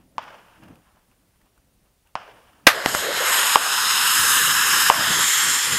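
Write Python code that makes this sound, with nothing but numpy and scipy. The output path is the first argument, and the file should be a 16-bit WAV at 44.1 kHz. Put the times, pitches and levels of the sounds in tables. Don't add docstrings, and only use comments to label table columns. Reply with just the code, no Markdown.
import sys
import numpy as np
from scipy import signal
from scipy.fft import rfft, irfft, next_fast_len
from scipy.io import wavfile
from scipy.ndimage import uniform_filter1d, map_coordinates

SR = 44100
rng = np.random.default_rng(int(sys.argv[2]) if len(sys.argv) > 2 else 0)


def volts_from_db(level):
    exponent = np.asarray(level, float) / 20
    return 10 ** exponent


def bounce(signal):
    frames = np.transpose(np.atleast_2d(signal))
    limited = np.clip(frames, -1, 1)
    pcm = np.round(limited * 32767).astype(np.int16)
    wavfile.write(sys.argv[1], SR, pcm)


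N = 254898
SLOW = np.arange(0, N / SR + .001, .0005)

# (time [s], swing peak [dB], swing pitch [Hz], swing length [s], sharp front [dB])
FAR_SHOTS = [
    (.18168, -13.5, 980, .0031, -15),
    (2.15425, -12.5, 950, .002, -15),
    (3.5573, 8, 1020, .0024, 6),
    (4.8998, 8, 980, .0025, 6),
]


def unit(x):
    return x / np.sqrt(np.mean(x ** 2) + 1e-20)


def along(points, hz):
    f, v = np.transpose(points)
    return np.interp(np.log(hz + 1), np.log(f + 1), v)


def curves(rows):
    s, *cols = np.transpose(rows)
    return [np.interp(np.arange(N) / SR, s, c) for c in cols]


def wobble(rate):
    knots = rng.standard_normal(int(N * rate / SR) + 4)
    return map_coordinates(knots, [np.arange(N) * rate / SR])


def filtered(x, response):
    m = next_fast_len(N + 8192)
    hz = np.fft.rfftfreq(m, 1 / SR)
    return irfft(rfft(x, m) * response(hz), m)[..., :N]


def patchy(depth_db, slow_db=0):
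    z = signal.stft(rng.standard_normal(N), nperseg=512)[2]

    def field(bins, frames):
        across_pitch = uniform_filter1d(rng.standard_normal(z.shape), size=bins, axis=0)
        return unit(uniform_filter1d(across_pitch, size=frames, axis=1))

    gain_db = depth_db * field(bins=6, frames=12)
    if slow_db:
        gain_db = gain_db + slow_db * field(bins=9, frames=50)
    return signal.istft(z * volts_from_db(gain_db), nperseg=512)[1][:N]


def coloured(spectrum, depth_db):
    return unit(filtered(patchy(depth_db), lambda hz: volts_from_db(along(spectrum, hz))))


def add(track, s, sound):
    part = track[round(s * SR):][:len(sound)]
    part += sound[:len(part)]


def swell(s, db, rise, t60):
    late = SLOW - s
    return volts_from_db(2 * db) * np.where(late < 0, np.exp(-(late / rise) ** 2), volts_from_db(-120 * np.abs(late) / t60))


def spread(envelope):
    return np.interp(np.arange(N) / SR, SLOW, envelope)


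def resonances(peaks, hz):
    return np.sqrt(sum(volts_from_db(2 * db) / (1 + (2 * (hz - c) / w) ** 2) ** 1.5 for c, w, db in peaks))


def jet():
    # (time [s], flow [dB], brightness [dB])
    jet_flow = [(2.74, -30.5, -9), (2.84, -29.5, -11.5), (2.885, -27.3, -2.5), (2.95, -29, 1),
                (3.03, -28.5, -1.5), (3.09, -27.5, -6.5), (3.18, -24, -4), (3.3, -22, 0), (3.47, -22, 1.5),
                (3.95, -22, 0), (4.12, -23.5, 2), (4.36, -23.5, 2), (4.55, -23, -1.5), (4.8, -21.6, -1.5),
                (5.0, -21.6, -4), (5.28, -23, 1.5), (5.62, -25, -0.5), (5.78, -24, -1.5)]
    # (time [s], position [0 low, 1 up, 2 high, 3 dry])
    turns = [
        (3.35, 0),
        (3.7, 1),
        (3.95, 1),
        (4.3, 2),
        (4.88, 2),
        (5.2, 3),
    ]
    # (frequency [Hz], width [Hz], level [dB])
    low_peaks = [(770, 1030, -1.5), (1700, 640, 0.5), (3020, 690, -5.3), (3950, 860, -7.8),
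                 (5110, 610, -7.8), (6790, 830, -6.7), (8150, 1350, -10.0), (9490, 730, -15.4),
                 (10650, 730, -18.1), (11660, 880, -9.5), (13540, 1050, -24.2), (14560, 400, -22.2),
                 (15850, 250, -50.0)]
    # (frequency [Hz], width [Hz], level [dB])
    up_peaks = [(1050, 830, -4.3), (1550, 520, -0.5), (2870, 760, -4.8), (3790, 770, -7.1),
                (5190, 460, -4.8), (6610, 700, -6.0), (7890, 1080, -7.8), (9270, 750, -8.1),
                (11040, 820, -12.6), (11960, 910, -10.7), (13600, 640, -20.2), (14570, 460, -20.0),
                (14950, 250, -25.8)]
    # (frequency [Hz], width [Hz], level [dB])
    high_peaks = [(1300, 860, -1.9), (1680, 320, -1.2), (2900, 630, -3.7), (3830, 500, -5.7),
                  (5150, 460, -2.6), (6580, 820, -5.1), (7680, 1000, -4.6), (9180, 700, -6.3),
                  (11110, 850, -7.5), (12050, 610, -6.5), (13470, 760, -18.2), (14500, 580, -17.1),
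                  (15850, 250, -50.0)]
    # (frequency [Hz], width [Hz], level [dB])
    dry_peaks = [(1320, 1120, -2.9), (1880, 600, -1.2), (3270, 650, -0.7), (4060, 1010, -9.5),
                 (5260, 750, -5.1), (6580, 890, -5.4), (7350, 710, -1.7), (8800, 820, -6.9),
                 (10960, 990, -9.8), (11920, 940, -9.7), (13230, 1240, -16.7), (14460, 610, -17.6),
                 (15850, 250, -50.0)]
    # (rush [dB], hiss [dB], fizz [dB])
    eddies = [
        (-2, -3, -8),
        (-0.66, -3, -8),
        (0.46, 0.17, -2.5),
        (1.35, 0.62, -6.5),
    ]
    brightens = (0.308, 0.954, 0.84)
    # (frequency [Hz], width [Hz], depth [dB])
    dips = [(5950, 260, -11), (4560, 120, -3), (2260, 150, -2.5)]
    duck = [-8, -7]
    recover_s = .16

    t = np.arange(N) / SR
    roar_db, bright_db = curves(jet_flow)
    for (s, *_), duck_db in zip(FAR_SHOTS[2:], duck):
        late = t - s
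        roar_db = roar_db + duck_db * (late > 0) * np.exp(-np.abs(late) / recover_s)
    (turn,) = curves(turns)

    m = next_fast_len(N + 8192)
    hz = np.fft.rfftfreq(m, 1 / SR)
    notch = np.prod([1 - (1 - volts_from_db(db)) / (1 + (2 * (hz - c) / w) ** 2) for c, w, db in dips], axis=0)
    gas = notch * rfft(patchy(depth_db=.9, slow_db=1.2), m)
    edges = [850, 2300, 6000, 10000, 15700]
    below = [1 / (1 + (hz / edge) ** steep) for edge, steep in zip(edges, [8, 16, 30, 30, 40])]

    out = np.zeros(N)
    for k, peaks in enumerate([low_peaks, up_peaks, high_peaks, dry_peaks]):
        shaped = gas * resonances(peaks, hz)
        over_db = [db + share * bright_db for db, share in zip(eddies[k], brightens)]
        ranges = [volts_from_db(db) * unit(irfft(shaped * (hi - lo), m)[:N])
                  for lo, hi, db in zip(below, below[1:], [0] + over_db)]
        nearness = np.clip(1 - np.abs(turn - k), 0, 1)
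        out += nearness * sum(ranges)
    start = np.clip((t - 2.7) / .05, 0, 1)
    return start * volts_from_db(roar_db - .3 + .6 * wobble(45)) * out


def near_shot():
    # (frequency [Hz], level [dB per Hz])
    blast = [(35, -49), (60, -25), (330, -21.5), (560, 0), (1080, -3), (1210, 2.5), (2200, 0), (3380, -6.5),
             (4570, -9), (5020, -10), (9190, -21), (11900, -14), (15700, -32.5)]
    # (time [s], swing peak [dB], swing pitch [Hz], time to fall 60 dB [s], crack [dB])
    slaps = [
        (2.86, -3, 2000, .008, -21),
        (2.8607, -3, 1600, .005, -22),
        (2.8612, -4, -800, .008, -22),
        (2.8612, -13, -300, .012, -40),
        (2.9465, -10, 1300, .01, -32),
        (2.9494, -1, 1400, .005, -19),
    ]
    peak_db, rise_db_per_ms, hold_ms, crack_db_per_ms = 8, 23, 2.02, 2.18
    roar_db, roar_db_per_ms = -5.5, 0.3683

    ms = 1000 * (np.arange(N) / SR - 2.6692)
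    front_db = peak_db - crack_db_per_ms * np.maximum(ms - hold_ms, 0)
    falling_db = np.maximum(front_db, roar_db - roar_db_per_ms * ms)
    db = np.where(ms < 0, peak_db + rise_db_per_ms * ms, falling_db)
    out = volts_from_db(db + 1.2 * wobble(300)) * coloured(blast, depth_db=.6) * (db > -60)

    t = np.arange(SR // 10) / SR
    push = -volts_from_db(-10) * (1 - t / .003) * np.exp(-t / .003)
    thump = volts_from_db(7 - 60 * t / .018) * np.sin(2 * np.pi * 310 * t)
    add(out, 2.669, push + thump)
    for s, db, hz, t60, crack_db in slaps:
        swing = volts_from_db(db - 60 * t / t60) * np.sin(2 * np.pi * hz * t)
        crack = signal.lfilter([1, 0, -1], [1, -1.4, .6], rng.standard_normal(len(t)))
        add(out, s, swing + volts_from_db(crack_db - 60 * t / .007) * crack)
    return signal.sosfilt(signal.butter(1, 45, "high", fs=SR, output="sos"), out)


def tumble():
    # (time [s], peak [dB], pitch [Hz], swell length [s])
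    booms = [
        (2.965, -29, 593.2, 0.0147),
        (3.08, -29, 504, 0.0146),
        (3.1, -25, 570, 0.011),
        (3.12, -26.5, 616, 0.013),
        (3.21, -20, 504, 0.0059),
    ]
    t = np.arange(N) / SR
    return sum(volts_from_db(db) * np.exp(-((t - s) / length) ** 2) * np.sin(2 * np.pi * hz * t)
               for s, db, hz, length in booms)


def far_shots():
    out, t = np.zeros(N), np.arange(SR // 20) / SR
    for s, db, hz, length, front_db in FAR_SHOTS:
        u = t / .0001
        front = u * (2 - u) * np.exp(1 - u)
        front += .35 * np.roll(front, round(.00038 * SR))
        fade = np.exp(-(t / length) ** 6) * np.clip(t / .0004, 0, 1)
        swings = -np.sin(2 * np.pi * hz * (t - .00027)) * fade
        crackle = volts_from_db(-13 - 60 * t / .012) * rng.standard_normal(len(t))
        add(out, s, volts_from_db(front_db) * (front + crackle) + volts_from_db(db) * swings)
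    out = signal.lfilter(*signal.iirnotch(390, 2.5, SR), out)
    return signal.sosfilt(signal.butter(3, 6500, fs=SR, output="sos"), out)


def hills():
    # (frequency [Hz], level [dB per Hz])
    hill_colour = [(120, -64.5), (200, -20.5), (235, -12.5), (288, -24.5), (403, -22), (581, -3), (880, 1),
                   (1720, -2), (2010, -7.5), (3000, -5), (4060, -21), (5150, -17.5), (9000, -37),
                   (11700, -64), (19800, -120)]
    answers = [1, -1, 13, 15.5]
    # (delay [s], level [dB], rise [s], time to fall 60 dB [s], bright part over it [dB])
    ridges = [
        (.006, -32.5, 0.00175, 0.106, -7),
        (.04, -46.5, .012, 0.574, -3),
        (.12, -47.5, 0.0395, 0.6, -5),
        (.21, -56.5, 0.022, 0.38, -3),
        (.3, -60, 0.06, 2.18, -3.5),
        (.79, -66, 0.062, .25, -11),
    ]
    # (time [s], level [dB])
    scuffs = [(0, -65.5), (.134, -77), (.165, -74), (.635, -55.5), (.69, -58), (.86, -66), (1.123, -71.5),
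              (1.35, -71.5), (1.42, -69.5), (1.47, -68.5), (1.579, -70), (1.861, -74), (2.073, -67)]
    scuff_rise_s, scuff_t60, scuff_bright_db = 0.013, 0.197, -2.5

    parts = [(s + delay, db + answer_db, rise, t60, bright_db)
             for (s, *_), answer_db in zip(FAR_SHOTS, answers)
             for delay, db, rise, t60, bright_db in ridges]
    parts += [(s, db, scuff_rise_s, scuff_t60, scuff_bright_db) for s, db in scuffs]
    swells = np.array([swell(*part[:4]) for part in parts])
    dull_power = spread(swells.sum(axis=0))
    bright_power = spread(volts_from_db(2 * np.array(parts)[:, 4]) @ swells)
    wash = volts_from_db(1.3 * wobble(150) + 1.5 * wobble(35)) * coloured(hill_colour, depth_db=.8)
    dull = filtered(wash, lambda hz: 1 / (1 + (hz / 1500) ** 8))
    return np.sqrt(dull_power) * unit(dull) + np.sqrt(bright_power) * unit(wash - dull)


def air():
    # (time [s], level [dB], time to
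    # fall 10 dB [s])
    gusts = [(0, -55.5, 0.07), (.11, -61, 0.08), (.22, -56.5, 0.1569), (.44, -63, 0.21),
             (.64, -51.5, 0.0536), (.7, -45.5, 0.0612), (.92, -69.5, 0.15), (1.1, -63, 0.02),
             (1.2, -71.5, 0.58), (1.64, -70.5, 0.36), (1.82, -68, 0.15), (2.2, -55.5, 0.0347),
             (2.35, -62, 0.0645), (2.54, -63, 0.12), (2.63, -64, 0.03), (2.73, -44, 0.0439),
             (2.89, -44.5, 0.0547), (2.96, -41.5, 0.0617), (3.15, -47, 0.192), (3.4, -46, 0.1425),
             (3.62, -49.5, 0.013), (3.95, -48, 0.3255), (4.25, -42, .17), (4.48, -41, 0.1415),
             (4.761, -40, .13), (5.0, -39.5, 0.0581), (5.11, -33, 0.0422), (5.18, -35.5, 0.0462),
             (5.48, -43, 0.106), (5.74, -36, .05)]
    # (frequency [Hz], level [dB per Hz])
    buffet_colour = [(12, -43.5), (20, -15), (75, -7.5), (112, -3.5), (140, -3), (173, -1.5), (330, -5.5),
                     (430, -37), (730, -120)]
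    # (frequency [Hz], level [dB per Hz])
    rustle_colour = [(150, -60), (300, -13), (420, -2), (550, 0), (700, -3), (880, -12), (1300, -40),
                     (2500, -120)]
    # (frequency [Hz], level [dB per Hz])
    rumble_colour = [(12, -31.5), (20, 4), (48, 8.5), (110, 3.5), (218, -11.5), (274, -10.5), (307, -19.5),
                     (381, -15), (600, -23), (780, -57.5), (1320, -120)]
    # (time [s], level [dB])
    gravel = [
        (2.7, -67.5),
        (2.74, -34.5),
        (2.84, -38),
        (2.89, -30.5),
        (2.97, -38.5),
        (3.02, -32),
        (3.21, -32.5),
        (3.5, -43.5),
        (4.1, -50.5),
    ]
    # (time [s], share [0 to 1])
    settling = [
        (3.45, 0),
        (3.7, 1),
    ]
    hollow_s, hollow_db, hollow_rise_s, hollow_t60 = .15, -54.5, .06, 0.75
    cloth_db, dull_cloth_db = -9.5, -3

    t = np.arange(N) / SR
    gust_power = sum(volts_from_db(2 * (db - 10 * np.abs(SLOW - s) / fall)) for s, db, fall in gusts)
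    gust = spread(np.sqrt(gust_power))
    (settled,), (gravel_db,) = curves(settling), curves(gravel)
    hollow = spread(sum(swell(s + hollow_s, hollow_db, hollow_rise_s, hollow_t60) for s, *_ in FAR_SHOTS[:2]))
    cloth = gust * volts_from_db(cloth_db + (dull_cloth_db - cloth_db) * settled)
    stir = np.sqrt(cloth ** 2 + hollow + volts_from_db(2 * gravel_db) * (t > gravel[0][0]))

    buffet = volts_from_db(1.5 * wobble(30)) * coloured(buffet_colour, depth_db=1)
    rustle = volts_from_db(2 * wobble(40)) * coloured(rustle_colour, depth_db=1.5)
    dull = unit(filtered(rustle, lambda hz: 1 / (1 + (hz / 430) ** 4)))
    rustle = (1 - settled) * rustle + settled * dull
    rumble = volts_from_db(-67.5) * coloured(rumble_colour, depth_db=.5)
    return gust * buffet + stir * rustle + rumble


def ticks():
    # (time [s], peak [dB], pitch [Hz])
    contacts = [(0.0894, -60, 2490), (0.1666, -42.5, 1700), (0.2274, -31.5, 1580), (0.2404, -32.5, 1660),
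                (0.5851, -40.5, 1610), (0.5934, -47, 1660), (0.6094, -46, 2420), (0.6254, -46, 1700),
                (0.636, -31.5, 1640), (0.6414, -39.5, 1600), (0.685, -34.5, 1680), (0.7564, -34.5, 2530),
                (0.8324, -51, 1560), (1.1143, -41, 2684), (1.3094, -49, 1560), (1.3588, -47.5, 1955),
                (1.4154, -41, 1930), (1.46, -45.5, 1400), (1.578, -37, 1466), (2.073, -39.5, 2837),
                (2.0934, -52, 2750)]
    out, t = np.zeros(N), np.arange(SR // 20) / SR
    for s, db, hz in contacts:
        ring_and_crack = np.sin(2 * np.pi * hz * t) + 0.53 * rng.standard_normal(len(t))
        add(out, s, volts_from_db(db - 14 - 60 * t / .0125) * ring_and_crack)
    return out


def preamp():
    # (frequency [Hz], level [dB per Hz])
    hiss_colour = [(180, -44), (300, -24), (378, -6), (411, -9.5), (527, -10), (1250, -15), (1980, -16.5),
                   (3260, -17.5), (3720, -18), (9560, -19.5), (15700, -19.5)]
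    # (frequency [Hz], width [Hz], level over the hiss [dB])
    whine_tone = (9520, 130, -12.5)
    hiss_db, pump_db, pump_s = -72.5, 4, 0.186
    since = [np.maximum(np.arange(N) / SR - s, 0) / pump_s for s, *_ in FAR_SHOTS[:2]]
    db = hiss_db + pump_db * sum(u * np.exp(1 - u) for u in since)
    hz, width, over_db = whine_tone
    whine = unit(filtered(rng.standard_normal(N), lambda f: 1 / (1 + (2 * (f - hz) / width) ** 2)))
    return volts_from_db(db + 4.5) * (coloured(hiss_colour, depth_db=.5) + volts_from_db(over_db) * whine)


def scene():
    mono = jet() + near_shot() + tumble() + far_shots() + hills() + air() + ticks() + preamp()
    return np.array([mono, mono])


def band_limit(x):
    return signal.sosfilt(signal.butter(12, 15860, fs=SR, output="sos"), x)


def record(dry):
    clipped = dry[0] / (1 + np.abs(dry[0] / .985) ** 16) ** (1 / 16)
    limited = filtered(clipped, lambda hz: np.clip((15830 - hz) / 120, 0, 1))
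    return band_limit(np.array([limited, limited]))


dry = scene()
out = record(dry)
bounce(out)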